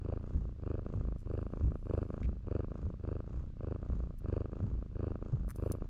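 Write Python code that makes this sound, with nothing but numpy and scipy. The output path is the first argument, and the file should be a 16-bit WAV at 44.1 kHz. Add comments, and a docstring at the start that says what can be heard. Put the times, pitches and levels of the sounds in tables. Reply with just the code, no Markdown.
"""A kitten's purr is heard first, close to a hand-held camera in a quiet room.
The vocal folds in its voice box open and snap shut about 26 times a second:
firmly as it breathes in, softly and with a low puff as it breathes out.
The quilt rustles as it plays, and a claw catches once. Near the end, cloth brushes the camera
and clicks against it. Behind it all the room rumbles and hisses faintly."""
import sys
import numpy as np
from scipy import signal
from scipy.fft import rfft, irfft, next_fast_len
from scipy.io import wavfile
from scipy.ndimage import map_coordinates

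SR = 44100
rng = np.random.default_rng(int(sys.argv[2]) if len(sys.argv) > 2 else 0)


def store_wav(level_fs):
    """Save 16-bit WAV to argv[1]."""
    pcm = np.round(np.clip(np.atleast_2d(level_fs), -1, 1) * 32767)
    wavfile.write(sys.argv[1], SR, pcm.T.astype(np.int16))


N = 259749

# Tone of air rushing through the throat and nose: f/Hz, level/dB
AIR_TONE = [(200, 12), (550, 7.5), (860, 5), (1200, 4), (1650, 0), (1950, -17), (2650, -4), (3300, -19),
            (4000, -23.5), (4600, -12), (5500, -32.5), (6600, -23.5), (9000, -35), (14000, -67.5)]
# Tone of the hiss from the nose when breathing out: f/Hz, level/dB
NOSE_TONE = [(500, 17), (1200, 18), (2000, 2.5), (3500, -3), (5600, -7), (6700, -0.5), (8000, -13),
             (11000, -43.5)]


def purr(flutter_hz=425, chest_in_hz=84, chest_out_hz=78):
    """In each beat the folds part with a flutter and a wisp of air, the chest swings, the folds shut."""
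    body, snaps, air, nose = np.zeros((4, N))
    t = np.arange(-SR // 20, SR // 20) / SR  # zero is the moment the folds meet
    for s, inward, progress, snap_db, flutter_db in beats():
        slack = np.clip((-45 - snap_db) / 12, 0, 1)  # slack folds meet softly and unevenly
        snap_db += rng.normal(0, 1.2 + 1.8 * slack)
        s += slack * rng.normal(0, .0015)
        touch = bell(t, .00002 + .00014 * slack)
        touch = touch / touch.sum()
        flow = 1 if inward else -1  # the pressure flips with the direction of the air
        open_s = .0112 + rng.normal(0, .0006)
        since_open = t + open_s
        # a stronger flow flutters faster
        hz = flutter_hz * np.exp(.02 * (flutter_db + 25.5) + rng.normal(0, .13))
        flutter = np.cos(2 * np.pi * hz * (since_open + .0012)) * bell(since_open, .0017)
        add(body, s, flow * amp(flutter_db + 1.5) * flutter)
        # the chest swing grows more slowly than the flutter
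        if inward:
            swing = amp(-11 + .55 * flutter_db) * bell(t + .0057, .0075)
            chest = swing * np.cos(2 * np.pi * chest_in_hz * (t + .0029))
        else:
            swing = amp(-14 + .35 * snap_db) * bell(t + .0026, .0042)
            chest = swing * np.cos(2 * np.pi * chest_out_hz * (t + .0078))
        add(body, s, chest)
        # a small snap as the folds part, the main one as they meet, then a light bounce
        add(snaps, s - open_s - .0017, flow * amp(flutter_db - 16.5 + rng.normal(0, 1)) * touch)
        add(snaps, s - .0007, flow * amp(snap_db + 17.5) * touch)
        add(snaps, s + rng.uniform(.0006, .002), flow * amp(snap_db + rng.normal(0, 2.5)) * touch)
        # air leaks most as the folds part and just as they meet
        parting = bell(since_open + .0018, .0026) + .33 * bell(since_open + .007, .008)
        meeting = .4 * bell(t - .001, .003) + .17 * bell(t - .008, .01)
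        add(air, s, amp(-28 + .78 * flutter_db) * (parting + meeting))
        if not inward:
            wisp = bell(since_open, .0035) + .5 * bell(t - .004, .015)
            add(nose, s, amp(-61) * bell(progress - .3, .34) * wisp)
    return body + throat(snaps) + air * noise(AIR_TONE) + nose * noise(NOSE_TONE)


# Firm breaths in: first beat t/s, beat rate f/Hz, flutter's crest level/dB,
# place of the crest in the breath (0 to 1), drop/dB half a breath away from the crest
BREATHS_IN = [(.024, 26.3, -31, .39, 16), (.597, 25.3, -30.5, .46, 22), (1.236, 25.8, -30.5, .43, 28),
              (1.83, 24.9, -25.5, .5, 28), (2.444, 24.7, -26.5, .43, 32), (3.012, 25.7, -31.5, .39, 22),
              (3.569, 25.7, -32, .51, 28), (4.219, 25, -26.5, .43, 28), (4.929, 26.2, -29, .41, 28),
              (5.561, 26.1, -27.5, .44, 27)]
# Soft breaths out: first beat t/s, beat rate f/Hz, flutter's starting level/dB
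BREATHS_OUT = [(.241, 27.9, -44), (.865, 27.1, -41), (1.537, 27.3, -41), (2.105, 26.7, -40.5),
               (2.719, 27.2, -43), (3.277, 30.6, -48.5), (3.83, 28.7, -43.5), (4.532, 27.2, -41.5),
               (5.226, 27.4, -42), (5.822, 30, -42)]


def beats(jitter_s=.0003, hurry_s=.009):
    """List each closing of the folds: t/s, inward or not, progress (0 to 1), snap/dB, flutter/dB."""
    rows = []
    breaths = [(s, True, *rest) for s, *rest in BREATHS_IN]
    breaths += [(s, False, *rest) for s, *rest in BREATHS_OUT]
    breaths.sort()
    ends = [row[0] for row in breaths[1:]] + [N / SR]
    for (start, inward, rate, *shape), end in zip(breaths, ends):
        count = max(round((end - start) * rate), 1)
        effort = breathe_in if inward else breathe_out
        for k in range(count):
            progress = k / count
            early_s = inward * hurry_s * progress ** 6  # the last beats of a breath in hurry
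            s = start + k / rate - early_s + rng.normal(0, jitter_s)
            rows.append((s, inward, progress, *effort(progress, *shape)))
    return rows


def breathe_in(progress, crest_db, crest_at, drop_db):
    """Air is drawn in: the snap firms up fast, grows a little and lets go; the flutter rises and falls."""
    firm_db = -39.5 + .32 * crest_db + 2.5 * progress  # a stronger breath snaps harder
    soft_start = max(1 - progress / .15, 0)
    snap_db = firm_db - 12 * soft_start - 29 * let_go(progress)
    flutter_db = crest_db - drop_db * (2 * (progress - crest_at)) ** 2
    return snap_db, flutter_db


def breathe_out(progress, start_db):
    """Air is let out: snap and flutter start at full strength and sag, and the folds close unevenly."""
    db = start_db - 21.5 * let_go(progress)
    uneven_db = 2.5 * rng.standard_normal() * (progress > 0)
    leak_db = 4.5 * bell(progress - .35, .22)  # the folds meet more softly where the flow peaks
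    snap_db = db - 6.5 - 8 * progress - leak_db + uneven_db
    flutter_db = db - 6.5 * progress
    return snap_db, flutter_db


def let_go(progress, hold_share=.75):
    """0 while a breath holds, rising to 1 at its end."""
    return np.interp(progress, [hold_share, 1], [0, 1])


# How strongly the throat and nose ring at each pitch: f/Hz, level/dB
THROAT_RING = [(30, -14), (130, 1.5), (205, 8), (300, 3.5), (600, -2.5), (860, -19.5), (1170, -9.5),
               (1600, -23.5), (1950, -41), (2500, -29.5), (3300, -51.5), (4100, -49.5), (4650, -45.5),
               (5600, -61.5)]


def throat(snaps, pitch_shift=.041, turn_hz=480):
    """The throat rings at every snap; its ringing pitches drift up and down as it moves."""
    tight = np.clip(.5 + .5 * wobble(15), 0, 1)
    low, high = (np.array(THROAT_RING) * [1 + way * pitch_shift, 1] for way in (-1, 1))
    ringing = ring(snaps * (1 - tight), low) + ring(snaps * tight, high)
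    # each snap overshoots: a short spike, then a longer swing the other way
    return filtered(ringing, lambda hz: (1j * hz - turn_hz) / (1j * hz + turn_hz))


# Low puffs of outgoing breath: t/s, level/dB, half length/s, f/Hz, tail level/dB
BREATH_PUFFS = [(.362, -26, 0.023, 78, -35.5), (0.972, -30, 0.03, 91.5, -35),
                (1.659, -23.5, .036, 64.5, -46), (2.265, -28, 0.041, 60, -44),
                (2.854, -32, 0.043, 79.1, -45), (3.369, -30.5, 0.037, 58.4, -43),
                (3.925, -29.5, 0.02, 65, -34.5), (4.641, -29, 0.025, 85.5, -32),
                (5.343, -23.5, 0.012, 126, -33.5)]


def puffs(swirl_db=-11, tail_delay_s=.0882, tail_half_s=.064, tail_hz=53.1):
    """Air let out close by makes a slow, wavering swing of pressure with little swirls on it."""
    t = np.arange(N) / SR
    wavering_time = np.cumsum(np.exp(.17 * wobble(60))) / SR
    swing, stir = np.zeros((2, N))
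    for *puff, tail_db in BREATH_PUFFS:
        tail = (puff[0] + tail_delay_s, tail_db, tail_half_s, tail_hz)  # a longer, lower swell
        for s, db, half, hz in puff, tail:
            from_peak = wavering_time - np.interp(s, t, wavering_time)
            swing += amp(db) * bell(t - s, half) * np.cos(2 * np.pi * hz * from_peak)
            stir += amp(db) * bell(t - s, 1.5 * half)
    swirls = noise([(40, -.5), (130, -.5), (220, -7), (400, -22.5), (2000, -94)])
    return swing + amp(swirl_db) * stir * swirls


# Paws and a hand sliding on the quilt: t/s, level/dB, half length/s
QUILT_SLIDES = [(0.354, -91, 0.16), (.941, -86, 0.0069), (1.201, -76.5, 0.017), (1.41, -88.5, 0.29),
                (1.97, -85, 0.26)]
# Tone of the rustling quilt: f/Hz, level/dB
QUILT_TONE = [(500, 6), (3000, 4.5), (7000, 8.5), (12400, 3), (14500, -18)]
# A claw catching as the kitten grabs the hand: t/s, level/dB, half length/s
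CLAW_CATCHES = [(2.232, -56, .003), (2.249, -65, .016)]
# Tone of the claw's scratch: f/Hz, level/dB
CLAW_TONE = [(600, -22), (1600, -8), (2300, 0), (2900, -12), (6000, -23), (12000, -42)]


def bedding():
    """Fibres of the quilt slide unevenly; a claw adds a lower scratch."""
    grain = unit(amp(5.5 * wobble(500)))
    rustle = swells(QUILT_SLIDES) * stereo_noise(QUILT_TONE, side_db=1)
    scratch = swells(CLAW_CATCHES) * noise(CLAW_TONE)
    return grain * (rustle + scratch)


# Cloth catching on the camera: t/s, level/dB, knock level/dB relative to the click
CLOTH_CLICKS = [(4.1884, -52.5, -17), (5.4899, -46, -5), (5.498, -48, 2.5), (5.506, -36, -9.5),
                (5.512, -44.5, 0), (5.561, -43.5, -28), (5.7201, -27.5, -30)]
# The bright ring of the camera's shell: f/Hz, level/dB
SHELL_TICK = [(800, -61), (2500, -23), (3800, -20.5), (4500, -12.5), (6200, -7.5), (8000, -18),
              (9000, -1.5), (10500, -6.5), (12200, -7), (16000, -19)]
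# The duller knock of the shell: f/Hz, level/dB
SHELL_KNOCK = [(500, -22), (1100, 8), (2200, -1.5), (3000, -20.5), (9000, -28.5)]
# Cloth brushing over the camera: t/s, level/dB, half length/s
CLOTH_BRUSHES = [(4.19, -73.5, .008), (5.502, -66, 0.017), (5.565, -70.5, 0.013), (5.672, -78, 0.088),
                 (5.723, -57.5, 0.0066)]
# Tone of the brushing cloth: f/Hz, level/dB
CLOTH_TONE = [(1000, -4), (4000, -5.5), (8000, -0.5), (10000, 5.5), (13500, 3.5), (15300, 2),
              (16500, -36.5)]


def cloth_on_camera(crackle_gain=.043, crackle_s=.015):
    """Cloth brushes the camera and catches: bright clicks with a small knock and a short crackle."""
    t = np.arange(N) / SR
    ticks, knocks = np.zeros((2, N))
    for s, db, knock_db in CLOTH_CLICKS:
        age = t - round(s * SR) / SR
        spike = np.abs(age) < .5 / SR
        fade = (age > 0) * amp(-60 * np.abs(age) / crackle_s)
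        contact = spike + crackle_gain * fade * rng.standard_normal(N)
        ticks += amp(db) * contact
        knocks += amp(db + knock_db) * contact
    grain = unit(amp(2 * wobble(760)))
    brush = swells(CLOTH_BRUSHES) * grain * stereo_noise(CLOTH_TONE, side_db=2.5)
    sound = ring(ticks, SHELL_TICK) + ring(knocks, SHELL_KNOCK) + brush
    return sound * amp([[.8], [-.8]])  # a little louder on the left


# Tone of the room's low rumble: f/Hz, level/dB
RUMBLE_TONE = [(45, 6), (100, -14), (165, -11), (210, -12.5), (330, -30), (700, -52.5), (1300, -43.5),
               (6000, -74)]


def room():
    """The room rumbles, and each microphone picks up a faint hiss."""
    hiss = stereo_noise([(700, 1), (2000, 7), (4000, 4.5), (7000, -1.5), (11500, -20.5)], side_db=-16.5)
    return amp(-43.5) * noise(RUMBLE_TONE) + amp(-82) * hiss


def amp(db):
    """Turn decibels into a number to multiply by."""
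    return 10 ** (np.asarray(db) / 20)


def unit(x):
    """Scale x to an average strength (rms) of 1."""
    return x / np.sqrt(np.mean(x ** 2) + 1e-20)


def gain(tone, hz):
    """How strong a tone curve of (f/Hz, level/dB) points is at the pitch hz."""
    f, db = np.transpose(tone)
    return amp(np.interp(np.log(hz + 1), np.log(f), db))


def filtered(x, response):
    """Scale and delay each frequency in x as response(hz) says."""
    size = next_fast_len(N + SR // 2)
    hz = np.fft.rfftfreq(size, 1 / SR)
    return irfft(rfft(x, size) * response(hz), size)[..., :N]


def noise(tone):
    """Noise of strength 1, shaped by a tone curve."""
    return unit(filtered(rng.standard_normal(N), lambda hz: gain(tone, hz)))


def stereo_noise(tone, side_db):
    """Noise for two microphones; a higher side_db makes left and right less alike."""
    return noise(tone) + amp(side_db) * noise(tone) * np.array([[1], [-1]])


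def wobble(rate):
    """A smooth curve through rate random values a second."""
    return map_coordinates(rng.standard_normal(int(N * rate / SR) + 4), [np.arange(N) * rate / SR])


def bell(t, half):
    """A smooth swell around t = 0."""
    return np.exp(-(t / half) ** 2)


def swells(rows):
    """Add up swells given as t/s, level/dB, half length/s."""
    return sum(amp(db) * bell(np.arange(N) / SR - s, half) for s, db, half in rows)


def ring(taps, tone, size=8192):
    """Let taps ring a body with this tone curve; a tap of 1 rings with a peak of 1."""
    cepstrum = irfft(np.log(gain(tone, np.fft.rfftfreq(size, 1 / SR))))
    # keeping only the first half makes the ringing follow the tap, never lead it
    ringing = irfft(np.exp(rfft(2 * cepstrum[:size // 2], size)))[:size // 2]
    return signal.fftconvolve(taps, ringing / np.abs(ringing).max())[:N]


def add(track, s, sound):
    """Mix a sound into the track, centred on time s."""
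    at = round(s * SR) - len(sound) // 2 + np.arange(len(sound))
    inside = (at >= 0) & (at < N)
    track[at[inside]] += sound[inside]


def scene():
    """The kitten in the middle, cloth and room around it."""
    return purr() + puffs() + bedding() + cloth_on_camera() + room()


def record(dry, low_cut_hz=17, top_hz=16200):
    """The camera drops the deepest rumble and the very highest treble."""
    return filtered(dry, lambda hz: (hz < top_hz) * hz ** 4 / (hz ** 4 + low_cut_hz ** 4))


dry = scene()
out = record(dry)
store_wav(out)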